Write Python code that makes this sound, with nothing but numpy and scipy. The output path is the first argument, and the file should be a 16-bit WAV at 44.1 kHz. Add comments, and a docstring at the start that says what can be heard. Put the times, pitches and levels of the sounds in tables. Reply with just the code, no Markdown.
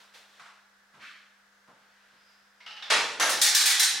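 """A heavy iron lever is thrown in a wooden signal box, after the signalman walks across the boards to it.
The catch handle clicks and bangs free, the lever jolts into motion, and its wire drum clanks round
while rods and frame rattle. Each blow on the iron excites damped modes and a burst of noise, which
reverberate in the bare room. Under it all lie the room's air and a faint electrical hum."""
import sys
import numpy as np
from scipy import signal
from scipy.fft import rfft, irfft
from scipy.io import wavfile
from scipy.ndimage import uniform_filter1d

SR = 44100
rng = np.random.default_rng(int(sys.argv[2]) if len(sys.argv) > 2 else 0)


def unload_wav(signal):
    """Save mono or channel-first audio to the path in sys.argv[1] as 16-bit WAV at rate SR, clipped to [-1, 1]."""
    wavfile.write(
        sys.argv[1],
        SR,
        np.round(np.clip(np.atleast_2d(signal).T, -1, 1) * 32767).astype(np.int16),
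    )


N = 176400
TIME = np.arange(N) / SR
AFTER = TIME[:65536]  # seconds since an impact

# Reverberation of the room. Each row: frequency in Hz, time to fall 60 dB in seconds.
ROOM = [(250, 1.0), (1500, 0.69), (5000, 0.73), (14000, 0.54)]


def amp(db):
    """Amplitude grows tenfold every 20 dB."""
    return 10 ** (np.asarray(db) / 20)


def unit(x):
    """Normalisation to an rms of 1."""
    return x / np.sqrt(np.mean(x ** 2) + 1e-20)


def read(points, hz):
    """Interpolation along a logarithmic frequency axis."""
    f, value = np.transpose(points)
    return np.interp(np.log(hz + 1), np.log(f + 1), value)


def add(mix, s, sound):
    """Superposition: a stereo sound joins the mix at s seconds."""
    part = mix[:, max(round(s * SR), 0):][:, :sound.shape[1]]
    part += sound[:, :part.shape[1]]


def pair(a, b, hz, spread=1):
    """Partial coherence: two independent signals become left and right, less alike in the treble."""
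    # Each row: frequency in Hz, left-right coherence at a spread of 1.
    likeness = [(150, 1), (500, 0.97), (1000, .85), (2200, 0.8), (15000, 0.58)]
    coherence = np.clip(read(likeness, hz), 0, 1) ** abs(spread)
    mid, side = np.sqrt((1 + coherence) / 2) * a, np.sqrt((1 - coherence) / 2) * b
    return np.array([mid + side, mid - side])


def noise(size, spread=1):
    """A diffuse field of stereo white noise; more spread lowers its coherence."""
    spectra = rfft(rng.standard_normal((2, size)))
    return irfft(pair(*spectra, np.fft.rfftfreq(size, 1 / SR), spread), size)


def colour(x, spectrum, ripple_db=0, size=8192):
    """Minimum-phase filtering at unit energy; random ripple stands for a crowd of close resonances."""
    hz = np.fft.rfftfreq(size, 1 / SR)
    ripple = rng.standard_normal(size) + 2 * uniform_filter1d(rng.standard_normal(size), size=6)
    db = read(spectrum, hz) + ripple_db * np.interp(hz / 14, np.arange(size), ripple)  # 14 Hz spacing
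    log_gain = np.log(amp(np.r_[db, db[-2:0:-1]]))
    taps = np.fft.ifft(np.exp(np.conj(signal.hilbert(log_gain)))).real[:size // 2]
    return signal.oaconvolve(x, taps[None] / np.linalg.norm(taps), axes=1)[:, :N]


def blow(db, attack_s, ring, crack=0, tilt_db=0):
    """Reverberant decay: the dense echoes of an impact die band by band; tilt is in dB per octave."""
    hz, t, bands = signal.stft(noise(len(AFTER)), SR, nperseg=256)
    band_db = tilt_db * np.log2((hz[:, None] + 200) / 2000) - 60 * t / read(ring, hz)[:, None]
    tail = signal.istft(bands * amp(band_db), SR, nperseg=256)[1][:, :len(AFTER)]
    first_contact = 1 + crack * np.exp(-AFTER / 0.0047)
    return amp(db) * tail * np.minimum(AFTER / max(attack_s, 1e-4), 1) * first_contact


def ringing(db, modes, ring, attack_s=0.002):
    """Damped modes: each blow favours different ones, and interfering echoes make them waver."""
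    waver_hz, spread_db = 15.4, 6
    out = np.zeros((2, len(AFTER)))
    for (hz, level), chance in zip(modes, rng.standard_normal((len(modes), 2, 2, 256))):
        phasors = chance[:, 0] + 1j * chance[:, 1]
        phasors /= np.sqrt(abs(phasors))
        wavers = [np.interp(AFTER * waver_hz, np.arange(len(p)), p) for p in phasors]
        strength = amp(level + spread_db * (2 * rng.random() - 1))
        tone = strength * np.exp((2j * np.pi * hz - np.log(1000) / read(ring, hz)) * AFTER)
        out += pair(*(tone * wavers).real, hz)
    return amp(db) * out * np.minimum(AFTER / attack_s, 1)


def follow(points):
    """An amplitude envelope interpolated in decibels, silent before it starts."""
    s, db = np.transpose(points)
    return amp(np.interp(TIME, s, db, left=-120))


def chatter(per_s, length_s, depth):
    """Shot noise: many small random contacts add up to a flickering envelope."""
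    clicks = (rng.random(N) < per_s / SR) * rng.uniform(.5, 1, N)
    contacts = unit(signal.lfilter([1], [1, -np.exp(-1 / (length_s * SR))], clicks))
    return np.sqrt((1 + abs(depth) * np.minimum(contacts, 2) ** 2) / (1 + abs(depth)))


def background():
    """Steady ambient sound: pure tones from the electrical panels and diffuse noise from the room's air."""
    # Hum partials, then spectra of the air and its bass. Each row: frequency in Hz, level in dB.
    partials = [(50, -92), (199.8, -77), (500.6, -85.5)]
    air_spectrum = [(300, -17.5), (650, -10), (1200, -6), (1620, 1), (2400, -12.5), (5500, -15),
                    (15500, -32)]
    bass_spectrum = [(20, -18), (70, -6), (170, 0), (600, -13.5)]
    hum = sum(amp(db) * np.sqrt(2) * np.sin(2 * np.pi * (hz * TIME + rng.random())) for hz, db in partials)
    air = colour(noise(N, spread=4.6), [(150, -28)] + air_spectrum, ripple_db=0.9)
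    return hum + amp(-63) * air + amp(-82.5) * colour(noise(N), bass_spectrum)


def signalman():
    """Impact and friction: heels thud, duller in slow contact; soles tap, scrape, squeak; cloth swishes."""
    # Footfalls. Each row: start in seconds, heel and sole levels in dB, loading time in seconds.
    footfalls = [(0.0, -75, -60.5, 0.013), (.394, -68, -48.5, 0.013), (.455, -83, -52.5, 0.017),
                 (.932, -57.5, -55.5, 0.077), (1.672, -56, -62, 0.027), (2.112, -68, -70, 0.023)]
    # Shoe scrapes and cloth swishes. Each row: start in seconds, level in dB, attack in seconds.
    scuff_strokes = [(.99, -43.5, 0.046), (1.015, -42.5, 0.061), (1.15, -56, 0.0086)]
    swish_strokes = [(0.001, -55.5, 0.00075), (.132, -49, 0.019), (0.271, -49, 0.15)]
    # A sleeve slides, then hisses at full stretch. Each row: time in seconds, level in dB.
    sleeve_levels = [(1.62, -89), (1.78, -69), (2.05, -65.5), (2.33, -66.5), (2.52, -74)]
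    hiss_levels = [(2.1, -82), (2.3, -66), (2.55, -79)]
    # Spectra of shoes and cloth. Each row: frequency in Hz, relative level in dB.
    heel_spectrum = [(40, -30), (90, -15), (160, -0.5), (330, -8), (1200, -4), (4000, -49)]
    sole_spectrum = [(100, -33.5), (500, -10), (1200, 7), (3500, -3.5), (9000, -17.5), (15000, -37)]
    scuff_spectrum = [(90, -51), (250, -24), (841, -28.5), (1210, -1.5), (1940, 0), (4120, -9.5),
                      (15000, -39)]
    swish_spectrum = [(200, -31.5), (480, -9.5), (2700, -7), (3900, -6), (5500, -12), (15000, -27.5)]
    sleeve_spectrum = [(200, -11), (1700, 7.5), (4500, 0.5), (6500, -9.5), (15000, -29)]
    hiss_spectrum = [(4200, -28), (4950, 0), (6600, -30)]
    heels, soles, scuffs, clothes, squeak = np.zeros((5, 2, N))
    for s, heel_db, sole_db, load_s in footfalls:
        add(heels, s, blow(heel_db, load_s, ring=[(100, 0.28), (1000, 0.66)], tilt_db=-45 * load_s))
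        add(soles, s, blow(sole_db, 0.24 * load_s, ROOM, crack=0.2))
    for s, db, attack_s in scuff_strokes:
        add(scuffs, s, blow(db, attack_s, ROOM))
    for s, db, attack_s in swish_strokes:
        add(clothes, s, blow(db, attack_s, ROOM))
    add(squeak, s=1.48, sound=ringing(db=-76, modes=[(6400, 0)], ring=ROOM, attack_s=.04))
    sleeve = colour(noise(N) * follow(sleeve_levels), sleeve_spectrum)
    sleeve += colour(noise(N) * follow(hiss_levels), hiss_spectrum)
    shoes = colour(heels, heel_spectrum) + colour(soles, sole_spectrum, ripple_db=2.0)
    shoes += colour(scuffs, scuff_spectrum, ripple_db=1.5) + squeak
    return shoes + colour(clothes, swish_spectrum) + sleeve


def latch():
    """Modal ringing: the squeezed catch handle clinks its rod, higher as it comes under load."""
    # The handle takes up its slack. Each row: start in seconds, level in dB, pitch ratio.
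    clicks = [(2.603, -53.5, 0.75), (2.662, -43, 0.99), (2.705, -48, 1), (2.765, -46, 1),
              (2.823, -39.5, 1.23)]
    # Spectrum and modes of the catch. Each row: frequency in Hz, relative level in dB.
    catch_spectrum = [(150, -30), (500, -15.5), (850, -5), (1080, -8), (1320, -1), (1550, -2), (2900, -1),
                      (5400, -6), (6500, -18.5), (15000, -40)]
    catch_modes = [(851, -14.5), (1320, -9), (2725, -12), (2830, -4), (2900, -4.5), (3020, -4.5)]
    hits, tones = np.zeros((2, 2, N))
    for s, db, pitch in clicks:
        add(hits, s, blow(db, attack_s=0.0014, ring=ROOM))
        add(tones, s, ringing(db, [(hz * pitch, level) for hz, level in catch_modes], ROOM))
    return amp(-1.0) * colour(hits, catch_spectrum, ripple_db=1.0) + tones


def frame():
    """Impact excitation: the freed catch and the jolting lever shake the cast frame and its loose rods."""
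    # Each row: start in seconds, level in dB, attack in seconds, tilt in dB per octave.
    catch_bangs = [(2.9, -18.5, 0.0051, 0.5), (2.918, -25, 0.0018, -4.5)]
    # Each row: start in seconds, level in dB, attack in seconds.
    lever_jolts = [(3.1971, -21.5, 0.0032), (3.217, -24.5, 0.0082), (3.255, -27.5, 0.0046)]
    # Spectra and modes of the ironwork. Each row: frequency in Hz, relative level in dB.
    frame_spectrum = [(60, -60), (272, -21), (443, -5), (546, -9), (900, 0.5), (2600, 2), (6710, -8.5),
                      (9510, -15.5), (15500, -42.5)]
    lever_spectrum = [(60, -47), (250, -16), (450, -4), (1600, 4.5), (2350, -3), (4100, -2), (5300, -6.5),
                      (5900, -0.5), (7400, -10), (9600, -16), (10150, -5), (10800, -14.5), (15500, -29)]
    frame_modes = [(904, -17.5), (1427, -23), (1771, -17.5), (4060, -16)]
    bangs, jolts, tones = np.zeros((3, 2, N))
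    for s, db, attack_s, tilt_db in catch_bangs:
        add(bangs, s, blow(db, attack_s, ROOM, tilt_db=tilt_db))
        add(tones, s, ringing(db, frame_modes, ROOM))
    for s, db, attack_s in lever_jolts:
        add(jolts, s, blow(db, attack_s, ROOM))
        add(tones, s, ringing(db, frame_modes, ROOM))
    rattle = chatter(per_s=270, length_s=0.0035, depth=0.13)
    bangs = colour(bangs * rattle, frame_spectrum, ripple_db=2.0)
    jolts = colour(jolts * rattle, lever_spectrum, ripple_db=2.0)
    return bangs + jolts + tones


def linkage():
    """Friction noise: the drum grinds on its axle while rods and wire rumble under the floor."""
    # Envelopes. Each row: time in seconds, level in dB.
    grind_levels = [(3.2, -49), (3.6, -37), (3.85, -40.5), (4.0, -50)]
    rumble_levels = [(2.89, -77), (2.95, -52.5), (3.15, -60), (3.48, -54.5), (3.55, -68), (3.86, -75),
                     (3.94, -57), (4.0, -64)]
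    # Each row: frequency in Hz, relative level in dB.
    grind_spectrum = [(120, -55), (300, -19), (460, -2.5), (570, -17.5), (870, 0.5), (1050, -3),
                      (1700, 4.5), (6000, -8.5), (15000, -28)]
    rumble_spectrum = [(30, -27), (140, 5.5), (300, 7.5), (600, 3), (2000, -59)]
    friction = noise(N) * chatter(per_s=79, length_s=0.0052, depth=0.71)
    grind = colour(friction * follow(grind_levels), grind_spectrum, ripple_db=2.5)
    return grind + colour(noise(N) * follow(rumble_levels), rumble_spectrum)


def drum():
    """Strike position weights the modes: each clank of the turning drum rings its own way and rebounds."""
    # Each row: start in seconds, level in dB, rebound delay in seconds, rebound gain in dB.
    clanks = [(3.294, -25, .05, -28), (3.4143, -17.5, .047, -4), (3.5478, -18, .057, -4),
              (3.657, -19, 0.043, -2.5), (3.7952, -18.5, 0.035, -3)]
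    # Spectrum and modes of the steel. Each row: frequency in Hz, relative level in dB.
    steel_spectrum = [(250, -62), (413, -31), (700, -26.5), (837, -13.5), (995, -20), (1700, -4),
                      (2850, -7.5), (4030, -2), (8180, -5), (8920, -4.5), (15500, -15)]
    steel_modes = [(1739, -20), (3208, -20.5), (3564, -17), (3731, -15.5), (4055, -20), (4176, -17),
                   (5664, -12.5), (6150, -19), (7555, -13.5), (8660, -16), (8715, -11.5), (10034, -21)]
    # Damping of its noise and modes. Each row: frequency in Hz, time to fall 60 dB in seconds.
    noise_decay = [(300, 0.95), (4000, 0.79), (8000, 0.57), (15000, 0.27)]
    mode_decay = [(3000, 0.83), (12000, 0.19)]
    out = np.zeros((2, N))
    for s, db, rebound_s, rebound_db in clanks:
        hits = blow(db, attack_s=0.00095, ring=noise_decay, tilt_db=0.088 * (db + 18.0))
        rebound = blow(db + rebound_db, attack_s=.0015, ring=noise_decay, crack=0.24, tilt_db=-1.6)
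        add(hits, rebound_s, rebound)
        add(out, s, colour(hits, steel_spectrum, ripple_db=3.0))
        add(out, s, ringing(db, steel_modes, mode_decay))
        add(out, s + rebound_s, ringing(db + rebound_db, steel_modes, mode_decay))
    return out


def scene():
    """The sources superpose; a level difference places the lever a little to the right."""
    lever = latch() + frame() + drum() + linkage()
    return lever * amp([[-0.28], [0.28]]) + signalman() + background()


def record(dry):
    """Band limiting: a linear-phase low-pass removes the highest treble."""
    taps = signal.firwin(511, 15950, window=("kaiser", 9), fs=SR)
    return signal.oaconvolve(dry, taps[None], "same", axes=1)


dry = scene()
out = record(dry)
unload_wav(out)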